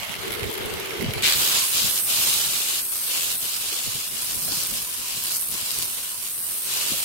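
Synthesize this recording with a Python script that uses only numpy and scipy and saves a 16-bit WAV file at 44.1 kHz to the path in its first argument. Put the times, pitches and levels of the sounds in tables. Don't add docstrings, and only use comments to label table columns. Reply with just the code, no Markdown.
import sys
import numpy as np
from scipy import signal
from scipy.fft import rfft, irfft, next_fast_len
from scipy.io import wavfile
from scipy.ndimage import uniform_filter1d, minimum_filter1d

SR = 44100
rng = np.random.default_rng(int(sys.argv[2]) if len(sys.argv) > 2 else 0)


def output_pcm(signal):
    pcm = np.clip(np.atleast_2d(signal).T, -1, 1) * 32767
    wavfile.write(sys.argv[1], SR, np.round(pcm).astype(np.int16))


def amplitude_ratio(level_db):
    exponent = np.asarray(level_db, float) / 20
    return 10 ** exponent


N = 310464
TIME = np.arange(N) / SR
STEPS = np.arange(0, N / SR + .01, .002)
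SNIPPETS_HZ, SHAFT_HZ = 85.53, 175

# frequency in Hz, density in dB per Hz.
RUMBLE_SPECTRUM = [(12, -36), (25, -4), (50, -6), (80, -1.5), (113, 0), (160, -2.5), (230, -3.5),
                   (320, -11.5), (450, -32.5)]
# frequency in Hz, density in dB per Hz.
GUST_SPECTRUM = [(140, -40), (230, -24), (400, 9), (700, 4), (1200, -39)]
# peak in seconds, peak level in dB, length in seconds.
PUFFS = [(0.31, -42, .06), (0.45, -35, 0.045), (0.636, -44.5, 0.073), (1.06, -30.5, 0.053),
         (1.103, -37, 0.046), (1.178, -41.5, 0.055), (1.235, -41, 0.046), (1.36, -41, 0.12),
         (1.544, -52, 0.19), (1.75, -49, 0.046), (1.857, -42, 0.043), (2.19, -49.5, 0.27),
         (2.433, -50, 0.11), (2.66, -59, .2), (3.305, -53, .2), (3.879, -41, 0.025), (3.958, -43.5, 0.045),
         (4.125, -44.5, 0.04), (4.36, -46, 0.12), (4.51, -44, 0.12), (4.73, -43, 0.064), (5.01, -51, 0.052),
         (5.17, -49, 0.09), (5.533, -45.5, 0.065), (5.626, -48, .05), (5.783, -46, 0.058),
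         (6.504, -55, 0.041), (6.723, -55, 0.099), (6.93, -44.5, 0.079)]

# frequency in Hz, density in dB per Hz.
WHIRR_SPECTRUM = [(290, -38), (500, -12), (561, -3), (909, -2), (1440, -4.5), (2130, -5), (2440, -7.5),
                  (2900, -0.5), (4870, -9.5), (7800, -15), (10100, -38), (17200, -120)]
# frequency in Hz, density in dB per Hz.
AIR_SPECTRUM = [(7700, -40), (8000, -4.5), (9600, -4.5), (10600, -2), (11500, 0), (12200, 0), (12900, -2),
                (13800, -2), (15100, -6), (16000, -11)]
# frequency in Hz, left minus right in dB.
LATHE_LEAN = [(60, -1.0), (110, 0.0), (200, -1.0), (380, -3), (700, 1), (1290, -1), (2380, 0.5),
              (4400, -3.5), (8120, -5), (15000, 1)]
# frequency in Hz, width in Hz, level in dB.
BED_STATES = [
    [(385, 43, 17), (454, 130, 4)],
    [(424, 60, 18), (510, 92, 2.5)],
]
# time in seconds, share of the high state 0-1, hum in dB.
BED_SWAY = [(.2, .3, -3.5), (.34, 0, 1.5), (.4, 0.5, -1), (.47, 1, -0.5), (.57, 0.4, -2), (.7, 1, 0),
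            (.84, 0.27, -3.5), (.9, 0.7, -3), (.97, 0.2, -0.5), (1.13, .7, 0), (1.3, 0.4, 7)]
# frequency in Hz, width in Hz, level in dB.
PULLEYS = [(2180, 360, 11), (2920, 150, -8), (3940, 700, -6)]
# frequency in Hz, width in Hz, level in dB.
BELT_COVER = [(10600, 660, -1), (12900, 500, 1)]
# time in s, half length in s, hum lost in dB, air lost in dB.
LATHE_GAPS = [
    (0.34, 0.039, 7, -5),
    (1.08, 0.042, 13, 7),
]

# frequency in Hz, width in Hz, level in dB.
GUARD_PANELS = [
    [(10400, 1700, 2), (14500, 2200, -1)],
    [(13100, 1200, 3.5), (11500, 1500, -8)],
]
# frequency in Hz, width in Hz, level in dB.
GUARD_FRAME = [(2150, 360, 7), (2930, 450, 5.5), (4120, 1200, 0)]
# frequency in Hz, width in Hz, level in dB.
TICK_EDGE = [(8000, 6700, -2.5)]
# time in seconds, sheet in dB, frame in dB.
TICKS_LEFT = [(.031, -31, -17.5), (.0931, -27, -23), (.1391, -26, -19), (.1523, -27, -22),
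              (.3059, -25, -19.5), (.3275, -27, -29), (.3385, -28, -20), (.3944, -28, -22),
              (.4414, -27, -22), (.5011, -25, -33), (.5141, -24, -32), (.5267, -24, -27), (.538, -22, -35),
              (.5523, -25, -22), (.5788, -25, -24), (.7381, -23.5, -25), (.8584, -23, -32),
              (.8723, -29, -34), (1.0436, -36, -19), (1.0607, -42, -20), (1.108, -35, -19),
              (1.1385, -26, -23), (1.1745, -37.5, -29), (1.2075, -38, -26)]
# time in seconds, sheet in dB, frame in dB.
TICKS_RIGHT = [(0.048, -27, -21), (.114, -28, -30), (0.1628, -32, -22), (0.32, -22, -20),
               (0.3283, -29, -21), (.3397, -25, -27), (0.35, -25, -22), (0.408, -29, -23),
               (.4303, -27, -17.5), (.4403, -30, -30), (0.541, -26, -25), (.5764, -24, -24),
               (0.589, -33, -25), (0.6585, -22, -34), (.7984, -20.5, -37), (.8938, -25, -33),
               (.9065, -31, -17.5), (1.009, -28, -18.5), (1.0246, -22, -26), (1.1353, -20, -17.5)]

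# start in seconds, level in dB, first pitch in Hz, last pitch in Hz.
KNOCKS = [(.423, -24.5, 140, 90), (.446, -38, 130, 90), (1.018, -20.5, 402, 200), (1.04, -21, 302, 171),
          (1.061, -21, 160, 85), (1.082, -21, 250, 100), (1.161, -23, 180, 80), (1.189, -31, 200, 110),
          (1.842, -27, 172, 96), (2.464, -34, 150, 94), (3.722, -36, 416, 370), (3.872, -27, 262, 110),
          (3.889, -38, 180, 110), (3.949, -32, 199, 118), (4.271, -44, 220, 110), (4.358, -39, 220, 110),
          (4.434, -40, 230, 110), (4.478, -34, 760, 623), (4.485, -46, 305, 152), (4.515, -32, 500, 268),
          (4.523, -38, 1000, 904), (4.531, -42, 300, 200), (4.57, -34, 251, 121), (5.536, -41, 350, 130),
          (5.54, -38, 560, 330), (5.615, -41, 250, 110), (5.784, -37, 200, 110), (6.916, -26.5, 450, 148.5),
          (6.936, -34, 775, 570)]

# time in seconds, pitch in Hz, level in dB.
WHINE = [
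    (1.22, 1003, -72),
    (1.6, 1040, -41),
    (2.0, 1130, -55),
    (2.3, 1123, -70),
    (4.1, 1025, -55),
    (4.3, 1025, -50.5),
    (6.0, 1015, -50.5),
    (6.4, 1028, -56),
    (7.04, 1165, -56),
]
# time in seconds, ring in dB.
HOUSING_LEVEL = [(1.23, -42), (1.45, -39), (1.6, -43), (1.8, -34.5), (2.05, -37), (2.28, -37), (2.4, -45),
                 (2.6, -41), (3.5, -40), (3.8, -61), (5.25, -50), (5.36, -38), (5.46, -48), (7.04, -48)]
# frequency in Hz, width in Hz, level in dB.
HOUSING_SHELL = [(11800, 500, 0)]

# time in seconds, pressure as hiss level in dB.
PRESSURE = [(1.23, -35), (1.28, -33), (1.35, -32), (1.42, -29), (1.87, -29.5), (1.92, -29.5), (2.34, -27.5),
            (2.5, -30.5), (3.26, -31.5), (4.12, -35), (4.46, -31.5), (5.06, -36), (5.37, -32),
            (5.61, -34.5), (5.83, -33), (6.15, -36), (6.47, -32), (7.04, -31.5)]
# time in seconds, share inside the mouth 0-1, bite on the rim 0-1.
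DRUM_POSE = [(1.22, 0.76, 0.17), (1.65, 0.54, 0.14), (1.76, 0.48, 0.17), (2.2, 0.5, 0.1), (2.7, 0.57, 0),
             (2.95, 0.4, 0), (3.15, 0.6, 0.15), (3.5, 0.53, 0.02), (4.2, 0.54, 0), (4.38, 0.28, 0.38),
             (4.9, 0.5, 0.14), (5.24, 0.53, 0.15), (5.36, 0.25, 0.5), (5.6, 0.56, 0.16), (5.85, 0.38, 0.2),
             (5.97, 0.5, 0), (6.4, 0.38, 0.14), (6.7, 0.5, 0), (7.04, 0.62, 0.1)]
# frequency in Hz, density in dB per Hz.
HISS_SPECTRUM = [(7800, -32.5), (7950, -1.5), (8150, 1), (8600, -1), (10400, 0), (12000, -1.5), (13000, -2),
                 (14000, -5.5), (15700, -6), (16500, -60)]
# frequency in Hz, left minus right in dB.
HISS_LEAN = [(8150, -7), (9000, -1.5), (10500, 0.5), (15000, -0.5)]
# frequency in Hz, density in dB per Hz.
MOUTH_SPECTRUM = [(1000, -50), (1700, -21), (1820, -25), (2260, -4.5), (2840, 5.5), (3110, 3), (3490, 2.5),
                  (3800, 4.5), (4150, 2.5), (5840, -11), (7900, -2), (10300, -55), (17400, -120)]
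# frequency in Hz, density in dB per Hz.
RIM_SPECTRUM = [(1000, -52), (1700, -48), (2180, -15.5), (3030, -1.5), (3450, -9.5), (4070, 2), (4750, 7.5),
                (5170, 9.5), (6860, 7.5), (7600, 6), (7900, -20), (10300, -54), (17400, -120)]
# frequency in Hz, density in dB per Hz.
WOOD_SPECTRUM = [(140, -8.5), (240, -5.5), (364, 0.5), (433, -1), (682, -1), (781, -2), (1160, 2),
                 (1270, 1.5), (1820, -1), (2100, -2), (2730, -8), (4620, -120)]
# frequency in Hz, left minus right in dB.
MOUTH_LEAN = [(2000, -1.5), (2900, 6.5), (4000, 1), (5200, -11), (5700, -4), (6500, -9), (6900, -21.5),
              (7900, 14.5)]
# frequency in Hz, left minus right in dB.
RIM_LEAN = [(2000, -4), (3000, -9), (4500, 4), (6000, -2), (7500, 6)]
# frequency in Hz, width in Hz, level in dB.
TOUCH_MODES = [(2270, 680, 4), (2690, 200, 13), (3880, 900, 6)]
# frequency in Hz, width in Hz, level in dB.
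GEAR_MODES = [(4050, 28, 4.5), (2780, 84, 0), (3500, 450, 0)]
# frequency in Hz, width in Hz, level in dB.
RIM_MODES = [(4560, 1600, 0)]
# time in seconds, half length in seconds, level over the rasp in dB.
RIM_SINGS = [(3.541, 0.058, -13), (3.865, .05, -15), (4.49, 0.055, -11), (4.555, 0.03, -11),
             (4.632, 0.031, -12), (5.297, .06, -14), (5.673, 0.11, -18), (5.81, 0.03, -20),
             (6.904, 0.049, -22)]
# time in seconds, rasp gain in dB, hiss gain in dB.
SNAGS_LEFT = [(1.2232, 2, 14), (1.2342, 0, -2), (1.243, 3, 0), (1.2495, 5, 0), (1.2549, 4, -2),
              (1.261, 6, 0), (1.2683, 7, 3), (1.2763, 6, 5), (1.2855, 5, 5), (1.2979, 1, 8), (1.3247, 6, 3),
              (1.3309, 4, 0), (1.338, 6, 0)]
# time in seconds, rasp gain in dB, hiss gain in dB.
SNAGS_RIGHT = [(1.225, 4, 10), (1.2364, 4.4, 4), (1.2509, 5.5, 1), (1.2689, 5, 9.7), (1.2838, 3, 10),
               (1.2985, 2.9, 7.7), (1.3244, 5.4, 4), (1.334, 3.7, 5)]
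# time in seconds, rasp gain in dB, hiss gain in dB.
SLAPS_LEFT = [(4.2232, 9, 2), (4.2475, 5, 7), (4.394, -2, 0), (4.4264, 3.0, 5), (4.437, 11, 4),
              (4.4495, 4, 9), (4.4783, 12, -1), (4.491, 5, 5), (4.5529, 4.0, 6.0), (4.5716, 1, 9),
              (4.6357, 5.0, 11), (4.6701, 4.0, 9.0), (4.7392, 5, 9), (4.826, 8, 7.0), (4.8734, -3, 5),
              (5.2391, 6.0, 6), (5.258, 4, 7.0), (5.2705, 1, 5), (5.2808, 0, 6), (5.2859, 0, 4),
              (5.3208, 1, 7), (5.3449, -2, 6.0), (5.3572, 0, 5), (5.364, 5, 2), (5.3686, -1, 11),
              (5.3805, 1, 5), (5.3866, -4, 2), (5.3959, 0, 4), (5.4087, -3, 6), (5.4144, 0, 6),
              (5.4205, 1, 7), (5.4322, 5, 8), (5.4459, 0, 5), (5.4867, 0, 8), (5.5065, 1.0, 8),
              (5.5152, 1, 9), (5.6137, 6, 7.0), (5.6626, 7, 3), (5.7075, 8, 6.0), (5.7158, 7, 6.0),
              (5.7452, 7, 7.5), (5.7881, 1, 9), (5.8023, 6.0, 5.0), (5.825, 6.0, 8), (5.8492, 1, 5),
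              (5.8554, 3.0, 6.0)]
# time in seconds, rasp gain in dB, hiss gain in dB.
SLAPS_RIGHT = [(4.2227, 3.0, 7.1), (4.2493, 2.0, 6.4), (4.313, 7.3, 3.4), (4.362, 1.0, 6.4),
               (4.3776, 0, 6.0), (4.4362, 4.0, 6.0), (4.4831, 5.0, 5), (4.619, 6.9, 5.0), (4.6719, -3, 5.4),
               (4.746, 2, 7.0), (4.898, 1, 4.6), (5.2391, 2.0, 7.0), (5.2453, 2.0, 6.0), (5.2511, 6, 5.6),
               (5.2571, 4, 6.0), (5.2696, 5.0, 7.0), (5.3066, 0, 5), (5.3212, -1, 6.4), (5.3271, -2, 4),
               (5.3381, -2, 4), (5.3519, 3, 6.0), (5.3628, 2.0, 5), (5.3695, 3, 5.5), (5.3752, 0, 5.2),
               (5.3812, -3, 5.5), (5.4024, 0, 7.1), (5.4128, 1, 6), (5.4238, 1.0, 5.5), (5.4423, 3, 3),
               (5.4564, 0, 4), (5.4857, 2, 4), (5.7976, 7.0, 4.0), (5.846, 1.0, 6.0), (5.8592, 4.0, 7.0),
               (6.7384, -1, 6.5)]

# start in s, length in s, depth in dB.
DUCKS = [(1.543, 0.064, -3), (1.607, 0.033, 2.5), (1.669, 0.052, 6.5), (1.752, 0.13, -2), (1.897, 0.077, 4),
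         (1.999, 0.075, 12.5), (2.814, 0.12, 11), (2.94, 0.16, 6), (3.355, 0.051, 13), (3.41, 0.1, 2),
         (3.564, 0.053, 4.5), (4.071, 0.086, 4.5), (4.22, 0.069, 4.5), (4.327, 0.16, 5.5), (4.47, .06, 0.5),
         (4.528, 0.087, 1.5), (4.657, 0.087, 4), (4.811, 0.2, 4), (5.183, 0.11, 2.5), (5.378, 0.14, 9),
         (5.507, 0.3, 1.5), (5.84, 0.13, 5.5), (5.99, 0.091, 3.5), (6.098, 0.11, 5.5), (6.202, 0.082, 4.5),
         (6.297, .14, 11.5), (6.429, 0.18, 9.5), (6.601, 0.074, 7), (6.973, 0.043, 4)]
# frequency in Hz, rarity lost.
PRONE_BANDS = [(3300, 0), (3750, .8), (4100, 0), (7300, 0), (7750, .75)]


def unit(x):
    return x / np.sqrt(np.mean(x ** 2) + 1e-20)


def along(points, hz):
    f, v = np.transpose(points)
    return np.interp(np.log(hz + 1), np.log(f + 1), v)


def curves(rows):
    s, *columns = np.transpose(rows)
    return [np.interp(TIME, s, column) for column in columns]


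def bump(t, s, half):
    return np.exp(-((t - s) / half) ** 2)


def wobble(rate):
    knots = rng.standard_normal((2, 1000))
    return np.array([np.interp(TIME * rate, np.arange(1000), k) for k in knots])


def filtered(x, response):
    m = next_fast_len(N + 8192)
    return irfft(rfft(x, m) * response(np.fft.rfftfreq(m, 1 / SR)), m)[..., :N]


def resonant(modes):
    def response(f):
        total = 0
        for k, (centre, width, db) in enumerate(modes):
            band = 1j * f * width
            total = total + (-1) ** k * amplitude_ratio(db) * band / (centre * centre - f * f + band + 1)
        return total
    return response


def resonant_twice(modes):
    return lambda hz: resonant(modes)(hz) ** 2


def coloured(x, spectrum, lean):
    sides = np.array([[.5], [-.5]])
    return unit(filtered(x, lambda hz: amplitude_ratio(along(spectrum, hz) + along(lean, hz) * sides)))


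def grit(patchy_db, rough_db):
    z = signal.stft(rng.standard_normal((2, N)), nperseg=512)[2]
    field = uniform_filter1d(rng.standard_normal(z.shape), size=5, axis=1)
    field = uniform_filter1d(field, size=14, axis=2)
    pair = signal.istft(z * amplitude_ratio(patchy_db * unit(field)), nperseg=512)[1][:, :N]
    grains = uniform_filter1d(rng.standard_normal((2, N)), size=24, axis=1)
    return unit(pair * amplitude_ratio(rough_db * unit(grains)))


def splices(depth_db, swell_db):
    turn = np.cumsum(SNIPPETS_HZ * (1 + 0.1193 * wobble(30)), axis=1) / SR
    return unit(amplitude_ratio(depth_db * np.cos(2 * np.pi * turn) + swell_db * wobble(SNIPPETS_HZ)))


def ducking(t):
    total_db = 0
    for s, length, db in DUCKS:
        edges = np.minimum((STEPS - s) / 0.057, (s + length - STEPS) / 0.049)  # closing, opening time in s
        total_db = total_db + db * np.clip(edges + .5, 0, 1)
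    return np.interp(t, STEPS, total_db)


def draught():
    calm_db, lathe_shake_db = -58, -47.5
    fall_db = 11
    power = sum(amplitude_ratio(db - fall_db * abs(STEPS - s) / length) ** 2 for s, db, length in PUFFS)
    power = power + amplitude_ratio(calm_db) ** 2 + amplitude_ratio(lathe_shake_db) ** 2 * (STEPS < 1.225)
    rumble_db = np.interp(TIME, STEPS, 10 * np.log10(power))
    surge_db = rumble_db - uniform_filter1d(rumble_db, size=SR // 2)
    air = rng.standard_normal((2, N)) * amplitude_ratio(4.4 * wobble(30))
    low = coloured(air, RUMBLE_SPECTRUM, [(100, .1)])
    edge = coloured(air, GUST_SPECTRUM, [(100, .1)])
    return amplitude_ratio(rumble_db + 3.5) * (low + amplitude_ratio(0.5 * surge_db - 12.5) * edge)


def bed_hum():
    spin_up_s, rise_db_per_s = 0.28, 80
    high, sway_db = curves(BED_SWAY)
    high = np.clip(high, 0, 1)
    shake = rng.standard_normal((2, N))
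    low_ring, high_ring = (unit(filtered(shake, resonant(state))) for state in BED_STATES)
    hum_db = -34.5 - rise_db_per_s * np.clip(spin_up_s - TIME, 0, None) + sway_db + 0.73 * wobble(24.7)
    return amplitude_ratio(hum_db) * (np.sqrt(1 - high) * low_ring + np.sqrt(high) * high_ring)


def lathe():
    hum_lost_db, air_lost_db = sum(np.outer(lost, np.clip(1 - abs(TIME - s) / half, 0, 1))
                                   for s, half, *lost in LATHE_GAPS)
    belt = grit(patchy_db=2.5, rough_db=1.5) * splices(depth_db=0.0, swell_db=1.6)
    whirr = amplitude_ratio(-34.5 + 0.5 * TIME) * coloured(belt, WHIRR_SPECTRUM, LATHE_LEAN)
    whirr += amplitude_ratio(-44.5) * unit(filtered(belt, resonant(PULLEYS)))
    air = amplitude_ratio(-41 - air_lost_db) * coloured(belt, AIR_SPECTRUM, LATHE_LEAN)
    air += amplitude_ratio(-51 - air_lost_db) * unit(filtered(belt, resonant_twice(BELT_COVER)))
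    belt_fade = np.clip((1.225 - TIME) / 0.0038, 0, 1)
    hum_fade = np.clip((1.306 - TIME) / 0.27, 0, 1)
    return (whirr + air) * belt_fade + bed_hum() * amplitude_ratio(-hum_lost_db) * hum_fade


def guard():
    chatter_db, spread_db, chatter_until_s = -34.5, 2.5, 0.8
    sheet_hits, frame_hits = np.zeros((2, 2, N)), np.zeros((2, N))
    t = np.arange(400) / SR
    shape = amplitude_ratio(-60 * t / 0.013) * (1 - np.exp(-t / 0.00037))
    for side, ticks in enumerate((TICKS_LEFT, TICKS_RIGHT)):
        chatter = rng.normal(chatter_db, spread_db, size=(24, 3))
        chatter[:, 0] = rng.random(24) * chatter_until_s
        for s, sheet_db, frame_db in ticks + chatter.tolist():
            burst = shape * rng.standard_normal(len(t))
            turn = rng.random() * np.pi / 2
            panels = np.outer([np.cos(turn), np.sin(turn)], burst)
            start = round(s * SR)
            sheet_hits[:, side, start:][:, :len(t)] += amplitude_ratio(sheet_db) * panels
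            frame_hits[side, start:][:len(t)] += amplitude_ratio(frame_db) * burst
    sheet = sum(filtered(hits, resonant_twice(panel)) for hits, panel in zip(sheet_hits, GUARD_PANELS))
    edge = filtered(sheet_hits.sum(axis=0), resonant(TICK_EDGE))
    frame = filtered(frame_hits, resonant(GUARD_FRAME))
    return amplitude_ratio(8.5) * sheet + edge + amplitude_ratio(8.0) * frame


def knocks():
    rise_s, decay_s, glide_s = 0.0051, 0.0094, 0.0049
    detune, skew_s = .1, .0002
    out, t = np.zeros((2, N + SR)), np.arange(4000) / SR
    shape = (1 - np.exp(-t / rise_s)) * np.exp(-t / decay_s)
    for s, db, first_hz, last_hz in KNOCKS:
        hz = last_hz + (first_hz - last_hz) * np.exp(-t / glide_s)
        cycles = np.cumsum(hz) / SR * (1 + detune * np.array([[1], [-1]]))
        cycles = cycles - rng.permutation(2)[:, None] / 4
        for side, late in enumerate(rng.random(2) * skew_s):
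            thump = amplitude_ratio(db + 7.0) * shape * np.sin(2 * np.pi * cycles[side])
            out[side, round((s + late) * SR):][:len(t)] += thump
    return out[:, :N]


def motor():
    hz, whine_db = curves(WHINE)
    ring_db, = curves(HOUSING_LEVEL)
    phase = 2 * np.pi * np.cumsum(hz * (1 + .05 * wobble(SNIPPETS_HZ)), axis=1) / SR
    whine = amplitude_ratio(whine_db - 0.85 * ducking(TIME) + 5.7 * wobble(40)) * np.sin(phase)
    ring = amplitude_ratio(ring_db + 4.5) * unit(filtered(rng.standard_normal((2, N)), resonant(HOUSING_SHELL)))
    return (whine + ring) * (TIME > 1.224)


def bites():
    turn = np.cumsum(SHAFT_HZ * (1 + 0.06 * wobble(SNIPPETS_HZ)), axis=1) / SR
    size = amplitude_ratio(1.8 * rng.standard_normal((2, 1500)).clip(-3, 1.8))
    decay = amplitude_ratio(-60 * (turn % 1) / SHAFT_HZ / 0.01)
    return np.take_along_axis(size, turn.astype(int), axis=1) * decay


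def slaps():
    clicks = np.zeros((2, N))
    for side, rows in enumerate((SLAPS_LEFT, SLAPS_RIGHT)):
        for k, (s, _, hiss_db) in enumerate(rows):
            clicks[side, round(s * SR)] = (-1) ** k * 3.2 * amplitude_ratio(hiss_db)
    return clicks


def snags():
    snag_s, slap_s = 0.0014, 0.0005
    gain, t = np.ones((2, 2, N)), np.arange(-200, 200) / SR
    for side, rows in enumerate((SNAGS_LEFT + SLAPS_LEFT, SNAGS_RIGHT + SLAPS_RIGHT)):
        for s, *db in rows:
            jolt = bump(t, 0, snag_s if s < 1.66 else slap_s)
            gain[:, side, round((s + t[0]) * SR):][:, :len(t)] += np.outer(amplitude_ratio(db) - 1, jolt)
    return gain


def drum_hiss(tear, pressure_db, bite):
    hiss = coloured(tear + slaps(), HISS_SPECTRUM, HISS_LEAN)
    sizzle = filtered(hiss, lambda hz: 1 / (1 + np.exp((12500 - hz) / 150)))
    sizzle_db = 1 + 5 * bump(TIME, 1.39, 0.13)
    lean_db = -2 * np.clip((1.87 - TIME) / .05, 0, 1) * np.array([[.5], [-.5]])
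    return amplitude_ratio(pressure_db + bite + lean_db + 4.0) * (hiss + (amplitude_ratio(sizzle_db) - 1) * sizzle)


def vase_ring(tear):
    contact = 0.78 * np.exp(-np.clip(TIME - 1.334, 0, None) / 0.015)
    contact += 0.77 * bump(TIME, 1.255, 0.012)
    sing = sum(amplitude_ratio(db) * bump(STEPS, s, half) for s, half, db in RIM_SINGS)
    ring = contact * unit(filtered(tear, resonant(TOUCH_MODES)))
    return ring + np.interp(TIME, STEPS, sing) * unit(filtered(tear, resonant_twice(RIM_MODES)))


def drum_rasp(tear, pressure_db, inside):
    duck_db = ducking(TIME)
    fresh_db = 4.5 * np.exp(-np.clip(TIME - 1.23, 0, None) / 0.22)
    rasp_db = pressure_db + 5 + fresh_db - duck_db
    wood_early_db = 5.5 * np.clip((1.56 - TIME) / 0.26 + .5, 0, 1)
    wood_db = -14 - fresh_db + wood_early_db + (1 - 0.61) * duck_db
    rasp = inside * coloured(tear, MOUTH_SPECTRUM, MOUTH_LEAN)
    rasp += (1 - inside) * coloured(tear, RIM_SPECTRUM, RIM_LEAN)
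    gears = 0.11 * unit(filtered(tear, resonant(GEAR_MODES)))
    wood = amplitude_ratio(wood_db) * coloured(tear, WOOD_SPECTRUM, [(300, -0.52), (2000, -0.087)])
    return amplitude_ratio(rasp_db + 0.19 * wobble(20)) * (rasp + vase_ring(tear) + gears + wood)


def grinder():
    pressure_db, = curves(PRESSURE)
    inside, bite = curves(DRUM_POSE)
    tear = grit(patchy_db=1.0, rough_db=0.85) * splices(depth_db=1.28, swell_db=1.12)
    tear *= (1 + 3.4 * bite * bites()) / np.sqrt(1 + 6.1 * bite ** 2)
    hiss = drum_hiss(tear, pressure_db, bite)
    rasp = drum_rasp(tear, pressure_db, np.clip(inside, 0, 1))
    rasp_jolt, hiss_jolt = snags()
    faint_db = -5 * np.clip((np.array([[1.232], [1.236]]) - TIME) / 0.0027, 0, 1)
    start = amplitude_ratio(faint_db) * np.clip((TIME - 1.2215) / 0.00087, 0, 1)
    return (hiss_jolt * hiss + rasp_jolt * rasp) * start


def scene():
    return draught() + lathe() + guard() + knocks() + motor() + grinder()


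def dropouts(x, rarity, low_hz, high_hz):
    hz, t, z = signal.stft(x, SR, nperseg=1024)
    field = uniform_filter1d(rng.standard_normal(z.shape[1:]), size=3, axis=0)
    field = unit(uniform_filter1d(field, size=4, axis=1))
    limit = rarity + .9 * (t < 1.66) - along(PRONE_BANDS, hz)[:, None] - .035 * ducking(t)
    keep = (field < limit) | (hz[:, None] < low_hz) | (hz[:, None] > high_hz)
    keep = minimum_filter1d(minimum_filter1d(keep, size=3, axis=0), size=3, axis=1)
    return signal.istft(z * keep, SR, nperseg=1024)[1][:, :N]


def low_pass(x):
    return signal.sosfilt(signal.butter(12, 17090, fs=SR, output="sos"), x)


def record(dry):
    thinned = dropouts(dry, rarity=2.5, low_hz=2000, high_hz=7950)
    mix = filtered(thinned, lambda hz: hz < 15880)
    return low_pass(mix)


dry = scene()
out = record(dry)
output_pcm(out)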